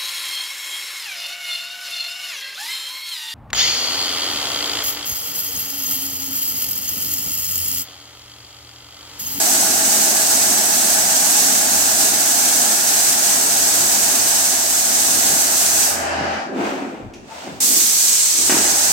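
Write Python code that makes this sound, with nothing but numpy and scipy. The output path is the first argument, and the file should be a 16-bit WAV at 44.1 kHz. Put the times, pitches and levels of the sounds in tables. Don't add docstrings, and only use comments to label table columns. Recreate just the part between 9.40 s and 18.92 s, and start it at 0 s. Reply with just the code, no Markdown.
import sys
import numpy as np
from scipy import signal
from scipy.fft import rfft, irfft, next_fast_len
from scipy.io import wavfile
from scipy.ndimage import map_coordinates

SR = 44100
rng = np.random.default_rng(int(sys.argv[2]) if len(sys.argv) > 2 else 0)


def generate_wav(sig):
    pcm = np.round(np.clip(np.atleast_2d(sig).T, -1, 1) * 32767).astype(np.int16)
    wavfile.write(sys.argv[1], SR, pcm)


N = 419832
TIME_S = np.arange(N) / SR


def amp(db):
    return 10 ** (np.asarray(db) / 20)


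def unit_rms(x):
    return x / np.sqrt(np.mean(x ** 2) + 1e-20)


def at_hz(points, hz):
    knots_hz, values = np.transpose(points)
    return np.interp(np.log(hz + 1), np.log(knots_hz + 1), values)


def curve(rows):
    return np.interp(TIME_S, *np.transpose(rows))


def gate(spans, rise_s, fall_s):
    return sum(np.clip((TIME_S - on) / rise_s, 0, 1) * np.clip((off - TIME_S) / fall_s + 1, 0, 1)
               for on, off in spans)


def bell(centre_s, sigma_s):
    return np.exp(-.5 * ((TIME_S - centre_s) / sigma_s) ** 2)


def swells(rows):
    return sum(amp(db) * bell(centre_s, sigma_s) for centre_s, db, sigma_s in rows)


def wobble(rate_hz):
    return map_coordinates(rng.standard_normal(int(N * rate_hz / SR) + 4), [TIME_S * rate_hz])


def filtered(x, response):
    size = next_fast_len(N + SR // 2)
    return irfft(rfft(x, size) * response(np.fft.rfftfreq(size, 1 / SR)), size)[..., :N]


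def noise(spectrum):
    return unit_rms(filtered(rng.standard_normal((2, N)), lambda hz: amp(at_hz(spectrum, hz))))


def ahead(x):
    return np.array([x, np.zeros(N)])


def body_response(spectrum, size=4096):
    cepstrum = irfft(np.log(amp(at_hz(spectrum, np.fft.rfftfreq(size, 1 / SR)))))
    cepstrum[1:size // 2] *= 2
    cepstrum[size // 2 + 1:] = 0
    response = irfft(np.exp(rfft(cepstrum)))
    return response / np.abs(response).max()


def strikes(rows, spectrum, t60_s=0, contact_s=.0026):
    blows = np.zeros(N)
    t = np.arange(SR // 4) / SR
    for start_s, db in rows:
        blow = t == 0
        if t60_s:
            blow = rng.standard_normal(len(t)) * (1 - np.exp(-t / contact_s)) * amp(-60 * t / t60_s)
        blows[round(start_s * SR):][:len(t)] += amp(db) * blow / np.linalg.norm(blow)
    return signal.fftconvolve(blows, body_response(spectrum))[:N]


def early_reflections(x, count=10):
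    lags_s = rng.uniform(.004005, .05, count)
    echoes = sum(rng.choice([-1, 1]) * np.roll(x, round(lag * SR), axis=1) for lag in lags_s)
    return unit_rms(x + .2 * echoes)


# open in seconds, shut in seconds.
TRIGGER_SPANS_S = [(-1, 6.452), (8.202, 11)]
SHUT_S, REOPEN_S = TRIGGER_SPANS_S[0][1], TRIGGER_SPANS_S[1][0]
# frequency in Hz, density in dB.
JET_SPECTRUM = [(40, -44), (150, -24), (1000, -18), (2000, -16), (2700, -13.2), (3300, -12.3), (4200, -8),
                (5200, -5.5), (6400, -0.15), (7100, -2.5), (7900, 1.1), (8700, -3), (9600, -13),
                (12000, -30)]
MIST_SPECTRUM = [(6000, -33), (8500, -2), (9600, 0.5), (11000, 0.5), (12500, 0), (14000, -2.5),
                 (16000, -5.5)]
# time in seconds, level in dB.
MIST_LEVEL_DB = [(0, -22.5), (5.4, -23.5), (8.3, -21), (9, -26.8), (9.5, -25)]


def spray(jet_db=-18.35, jet_db_per_s=.03, spurt_s=.047):
    spurt_db = 2 * np.exp(-np.abs(TIME_S - REOPEN_S) / spurt_s)
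    flutter_db = .5 * wobble(14) + 1.06 * wobble(70) + .55 * wobble(900)
    jet = amp(jet_db + jet_db_per_s * TIME_S + .2 * wobble(3)) * noise(JET_SPECTRUM)
    mist = amp(curve(MIST_LEVEL_DB) + .33 * wobble(11)) * noise(MIST_SPECTRUM)
    valve = gate(TRIGGER_SPANS_S, rise_s=.0033, fall_s=.12)
    return valve * amp(flutter_db + spurt_db) * (jet + mist)


def back_pressure():
    return gate([(SHUT_S, REOPEN_S)], rise_s=.21, fall_s=.05)


def pump_gain(db_per_s=-.03, pause_swell_db=4):
    return amp(db_per_s * TIME_S + pause_swell_db * back_pressure())


# on in seconds, off in seconds.
MOTOR_SPANS_S = [(-1, 6.94), (9, 11)]
# frequency in Hz, density in dB.
HOUSING_SPECTRUM = [(50, -27), (150, -14), (250, -11.5), (340, -9), (520, -11.5), (600, -7.5), (820, -5.5),
                    (980, -9), (1200, -7.5), (1660, -4.7), (2100, -11), (3050, -13), (3450, -22),
                    (4600, -18.5), (4850, -14.5), (5250, -19), (6500, -23), (9000, -36), (12000, -47),
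                    (16000, -52)]
FRAME_SPECTRUM = [(100, -25), (200, -3), (260, 0), (340, -1), (450, -12), (800, -40)]
# time in seconds, level in dB.
HUM_LEVEL_DB = [(0, -48.5), (.45, -47), (.68, -56), (1, -44.5), (1.7, -52), (2.2, -51), (2.45, -43),
                (2.75, -46.5), (3, -58), (3.45, -60), (3.9, -51), (4.38, -44.5), (5.1, -48), (5.9, -45.5),
                (6.15, -50), (6.4, -44.5), (9.5, -45)]


def pump_motor(motor_hz=83, hum_pause_db=7.5, boom_db_per_s=-1):
    shaft_rad = 2 * np.pi * motor_hz * np.cumsum(1 + .0019 * wobble(5)) / SR
    rattle = amp(-30.5) * pump_gain() * early_reflections(noise(HOUSING_SPECTRUM))
    boom = amp(-39 + boom_db_per_s * TIME_S + 1.5 * wobble(6)) * noise(FRAME_SPECTRUM)
    hum_db = curve(HUM_LEVEL_DB) + hum_pause_db * back_pressure() + 1.9 * wobble(13)
    hum = amp(hum_db) * np.sin(shaft_rad + .6 * wobble(16))
    shaking = gate(MOTOR_SPANS_S, rise_s=.09, fall_s=.17) * (rattle + boom)
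    return shaking, ahead(gate(MOTOR_SPANS_S, rise_s=.028, fall_s=.08) * hum)


# frequency in Hz, density in dB.
WHIRR_SPECTRUM = [(150, -21.5), (250, -9.5), (340, -8), (520, -14), (600, -4), (660, -3.5), (740, 1.5),
                  (790, 2.5), (850, 1), (900, -5), (1000, -9.5), (1250, -12), (1500, -6), (1680, -5),
                  (1900, -10), (3000, -29), (6000, -60)]
# nominal pitch in Hz, level in dB, peak as a fraction of the stroke,
# swell sharpness, drift in dB/s as the listener roams, change in dB while the valve is shut.
GEAR_TONES = [(576.6, -48.5, 0.56, 0.31, -.5, 11), (614, -48, 0.41, 0.72, -.4, 11),
              (651.4, -34.3, 0.21, 0.38, -1.35, 0), (683, -42.5, .72, .8, .1, 2),
              (710, -36.8, 0.64, 2, -1.6, 1), (790, -39.5, 0.93, 1.1, -.45, 7),
              (842, -40, 0.16, 1.7, -1.3, 4), (1508, -44.5, .98, 3, -.9, -5),
              (1600, -49, 0.53, 0.56, -.7, 10), (1670, -41, 0.088, 1.4, -.8, -3)]


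def gear_train(stroke_hz=7.684, sag_hz_per_s=.006, roam_rad_per_s=.22 * np.pi, size=8192):
    pressure = back_pressure()
    strokes = np.cumsum(stroke_hz - sag_hz_per_s * TIME_S + .00601 * wobble(2)) / SR
    orders = np.arange(size // 2 + 1)
    phasors = np.exp(2j * np.pi * rng.random((4, len(orders))))
    cycles = irfft(amp(at_hz(WHIRR_SPECTRUM, orders * stroke_hz)) * phasors)
    looped = np.array([np.interp(strokes, np.arange(size) / size, cycle, period=1) for cycle in cycles])
    here, there = unit_rms(looped).reshape(2, 2, N)
    roam_rad = roam_rad_per_s * TIME_S + .25 * wobble(1.5)
    whirr = amp(-31.6) * (np.cos(roam_rad) * here + np.sin(roam_rad) * there)
    for hz, db, peak_at, sharpness, db_per_s, pause_db in GEAR_TONES:
        swell = unit_rms(np.exp(sharpness * np.cos(2 * np.pi * (strokes - peak_at))))
        mesh_rad = 2 * np.pi * (round(hz / stroke_hz) * strokes + rng.random((2, 1)))
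        tone = unit_rms(np.sin(mesh_rad + .25 * wobble(12) + .18 * wobble(60)))
        tone_db = db + db_per_s * TIME_S + pause_db * pressure + 1.3 * wobble(9)
        whirr += amp(tone_db) * swell * tone
    return gate(MOTOR_SPANS_S, rise_s=.17, fall_s=.28) * pump_gain() * whirr


# frequency in Hz, density in dB.
AIR_SPECTRUM = [(25, -19), (55, 0), (80, 9), (250, -5), (1000, -12), (4000, -22), (9000, -35), (16000, -50)]


def room_air():
    return amp(-54.7) * noise(AIR_SPECTRUM)


def slide(start_s, hold_s, attack_s=.1, fade_db_per_s=58):
    since_s = TIME_S - start_s
    slowing_s = np.maximum(since_s - attack_s - hold_s, 0)
    return .5 * (1 + np.tanh(2 * since_s / attack_s - 1)) * amp(-fade_db_per_s * slowing_s)


# frequency in Hz, density in dB.
BOARD_SPECTRUM = [(40, -37), (110, -27), (165, -7.5), (260, -.5), (345, 1.5), (500, -8), (700, -7.5),
                  (1000, -18), (1400, -22), (2500, -35), (5000, -58)]
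JOIST_SPECTRUM = [(50, -26), (100, -10), (145, 0), (180, -2), (300, -20), (1000, -60)]
SCRAPE_SPECTRUM = [(250, -20), (550, 2.5), (750, 6.5), (1100, -3), (1350, -1), (2000, -6), (2600, -7.3),
                   (3500, -17), (8000, -45)]
GRIT_SPECTRUM = [(1200, -15), (2600, 2), (3400, 1.5), (6000, -0.5), (8300, -2), (9400, -13), (12000, -16),
                 (16000, -18)]
# centre in seconds, level in dB, sigma in seconds.
BOARD_TREADS = [(.2, -36.5, 0.07), (.57, -38, .05), (2.62, -35.5, 0.046), (4.42, -36.5, 0.046),
                (5.92, -35, 0.056), (6.84, -33.5, 0.055), (7.175, -26.5, .06), (7.41, -31, 0.13),
                (7.8, -42.5, 0.1), (8.09, -34.5, 0.041), (8.33, -33.5, 0.08), (9.0, -37, 0.037),
                (9.2, -32.5, 0.085)]
JOIST_STEPS = [(4.41, -41, .05), (5.92, -39.5, .03), (6.83, -39, .04), (8.15, -42, .04), (9.15, -38, .04)]
SOLE_SQUEAKS = [(7.922, -34, 0.012)]
# start in seconds, hold in seconds, scrape in dB, grit in dB.
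SOLE_SLIDES = [(7.128, 0.06, -24.3, -37.5), (7.849, 0.11, -36, -40)]


def shuffle(squeak_hz=890):
    judder = swells(BOARD_TREADS) * unit_rms(noise(BOARD_SPECTRUM) * amp(2 * wobble(70)))
    scrape = unit_rms(noise(SCRAPE_SPECTRUM) * amp(wobble(120)))
    grit = unit_rms(noise(GRIT_SPECTRUM) * amp(.9 * wobble(300)))
    sliding = sum(slide(start_s, hold_s) * (amp(scrape_db) * scrape + amp(grit_db) * grit)
                  for start_s, hold_s, scrape_db, grit_db in SOLE_SLIDES)
    flex = swells(JOIST_STEPS) * noise(JOIST_SPECTRUM)
    squeak = unit_rms(np.sin(2 * np.pi * squeak_hz * TIME_S + .4 * wobble(90)))
    return judder + flex + sliding + swells(SOLE_SQUEAKS) * ahead(squeak)


# start in seconds, thud in dB, clack in dB.
HEEL_KNOCKS = [(6.81, -15, -22), (7.098, -24, -40), (7.161, -19, -32), (7.185, -18, -27),
               (7.201, -14.5, -22), (7.242, -16.5, -21), (7.323, -18, -24), (7.424, -15.5, -26),
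               (7.497, -25, -36), (7.548, -27, -21), (8.075, -22, -21), (8.29, -24, -36), (9.096, -11.5, 1),
               (9.12, -14.5, -8), (9.143, -13.5, -6), (9.169, -14.5, -11)]
# frequency in Hz, density in dB.
CLACK_SPECTRUM = [(300, -22.5), (850, 1.5), (1150, -2), (1400, 2.5), (1900, -0.5), (2800, -4.5),
                  (4000, -22), (9000, -45)]


def heel_knocks():
    thud = strikes([(start_s, db) for start_s, db, _ in HEEL_KNOCKS], BOARD_SPECTRUM)
    clack = strikes([(start_s, db) for start_s, _, db in HEEL_KNOCKS], CLACK_SPECTRUM, t60_s=.065)
    return ahead(thud), ahead(clack)


# centre in seconds, level in dB, sigma in seconds.
HAND_BUMPS = [(7.66, -35, 0.03), (7.8, -47, 0.065)]
# frequency in Hz, density in dB.
BUMP_SPECTRUM = [(20, -3), (35, -2), (90, -2), (150, 0), (300, -23), (1000, -60)]


def hand_bumps():
    return swells(HAND_BUMPS) * noise(BUMP_SPECTRUM)


# start in seconds, level in dB.
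GUN_TICKS = [(7.734, -19)]
# frequency in Hz, density in dB.
GUN_SPECTRUM = [(1000, -20), (1650, -5), (1800, 0), (2050, -2), (2400, 4), (2800, 1), (4000, -5),
                (6500, -3), (9000, -14), (15000, -29)]


def gun_tick():
    return ahead(strikes(GUN_TICKS, GUN_SPECTRUM, t60_s=.08))


# frequency in Hz, t60 in seconds.
WALL_T60_S = [(150, 0.45), (700, 0.9), (3000, 0.48), (7000, 0.7), (14000, 0.35)]


def wall_reverb(x, size=768):
    hz, frame_s, bands = signal.stft(x, SR, nperseg=size)
    lag_s = frame_s[frame_s < 1]
    decay = amp(-60 * lag_s / at_hz(WALL_T60_S, hz)[:, None]) ** 2 * (lag_s > 0)
    decay /= decay.sum(1, keepdims=True)
    energy = signal.fftconvolve(np.abs(bands) ** 2, decay, axes=1)[:, :len(frame_s)]
    scatter = signal.stft(rng.standard_normal((2, N)), SR, nperseg=size)[2]
    tail = scatter / scatter.std() * np.sqrt(np.abs(energy))
    return signal.istft(tail, SR, nperseg=size)[1][:, :N]


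# frequency in Hz, gain in dB, t60 in seconds.
ROOM_MODES = [(215, 2.5, .3), (266, 0, .22)]


def standing_waves(hz):
    response = 1
    for mode_hz, db, t60_s in ROOM_MODES:
        width_hz = np.log(1000) / np.pi / t60_s
        damping = 1j * hz * width_hz
        response += amp(db) * damping / (mode_hz ** 2 - hz ** 2 + damping)
    return response


# frequency in Hz, left-right correlation.
PORT_CORRELATION = [(60, 0.5), (290, 0.88), (640, 0.4), (1300, -0.32), (2600, 0.13), (6000, 0)]


def mid_side_gains(hz):
    angle_rad = np.arccos(np.clip(at_hz(PORT_CORRELATION, hz), -1, 1)) / 2
    return np.array([np.cos(angle_rad), np.sin(angle_rad)])


def scene():
    shaking, hum = pump_motor()
    thud, clack = heel_knocks()
    tick = gun_tick()
    # sound, reverb send in dB.
    sources = [(spray(), -1), (shaking, -4), (gear_train(), -11),
               (shuffle(), -7), (thud, 0), (clack + tick, .5)]
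    direct = sum(sound for sound, _ in sources)
    reverb = wall_reverb(sum(amp(send_db) * sound[0] for sound, send_db in sources))
    field = filtered(direct + reverb, standing_waves) + hum + room_air() + hand_bumps()
    dip_db = -2 * bell(centre_s=5.29, sigma_s=.16)
    mid, side = filtered(amp(dip_db) * field, mid_side_gains)
    return np.array([mid + side, mid - side])


# frequency in Hz, left minus right in dB.
PORT_BALANCE_DB = [(60, 1), (350, 0.2), (700, 0.5), (1290, 3), (2380, 1), (4400, -2.5), (6300, -3.5),
                   (8300, 0.5), (11000, -0.5), (14000, -8)]


def record(dry, low_cut_hz=35, ceiling=.92, top_hz=15900):
    def ports(hz):
        balance = amp(np.outer([.5, -.5], at_hz(PORT_BALANCE_DB, hz)))
        return balance * hz / np.hypot(hz, low_cut_hz)

    coloured = filtered(dry, ports)
    rounded = coloured / (1 + (coloured / ceiling) ** 10) ** (1 / 10)
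    return filtered(rounded, lambda hz: hz < top_hz)


dry = scene()
out = record(dry)
generate_wav(out)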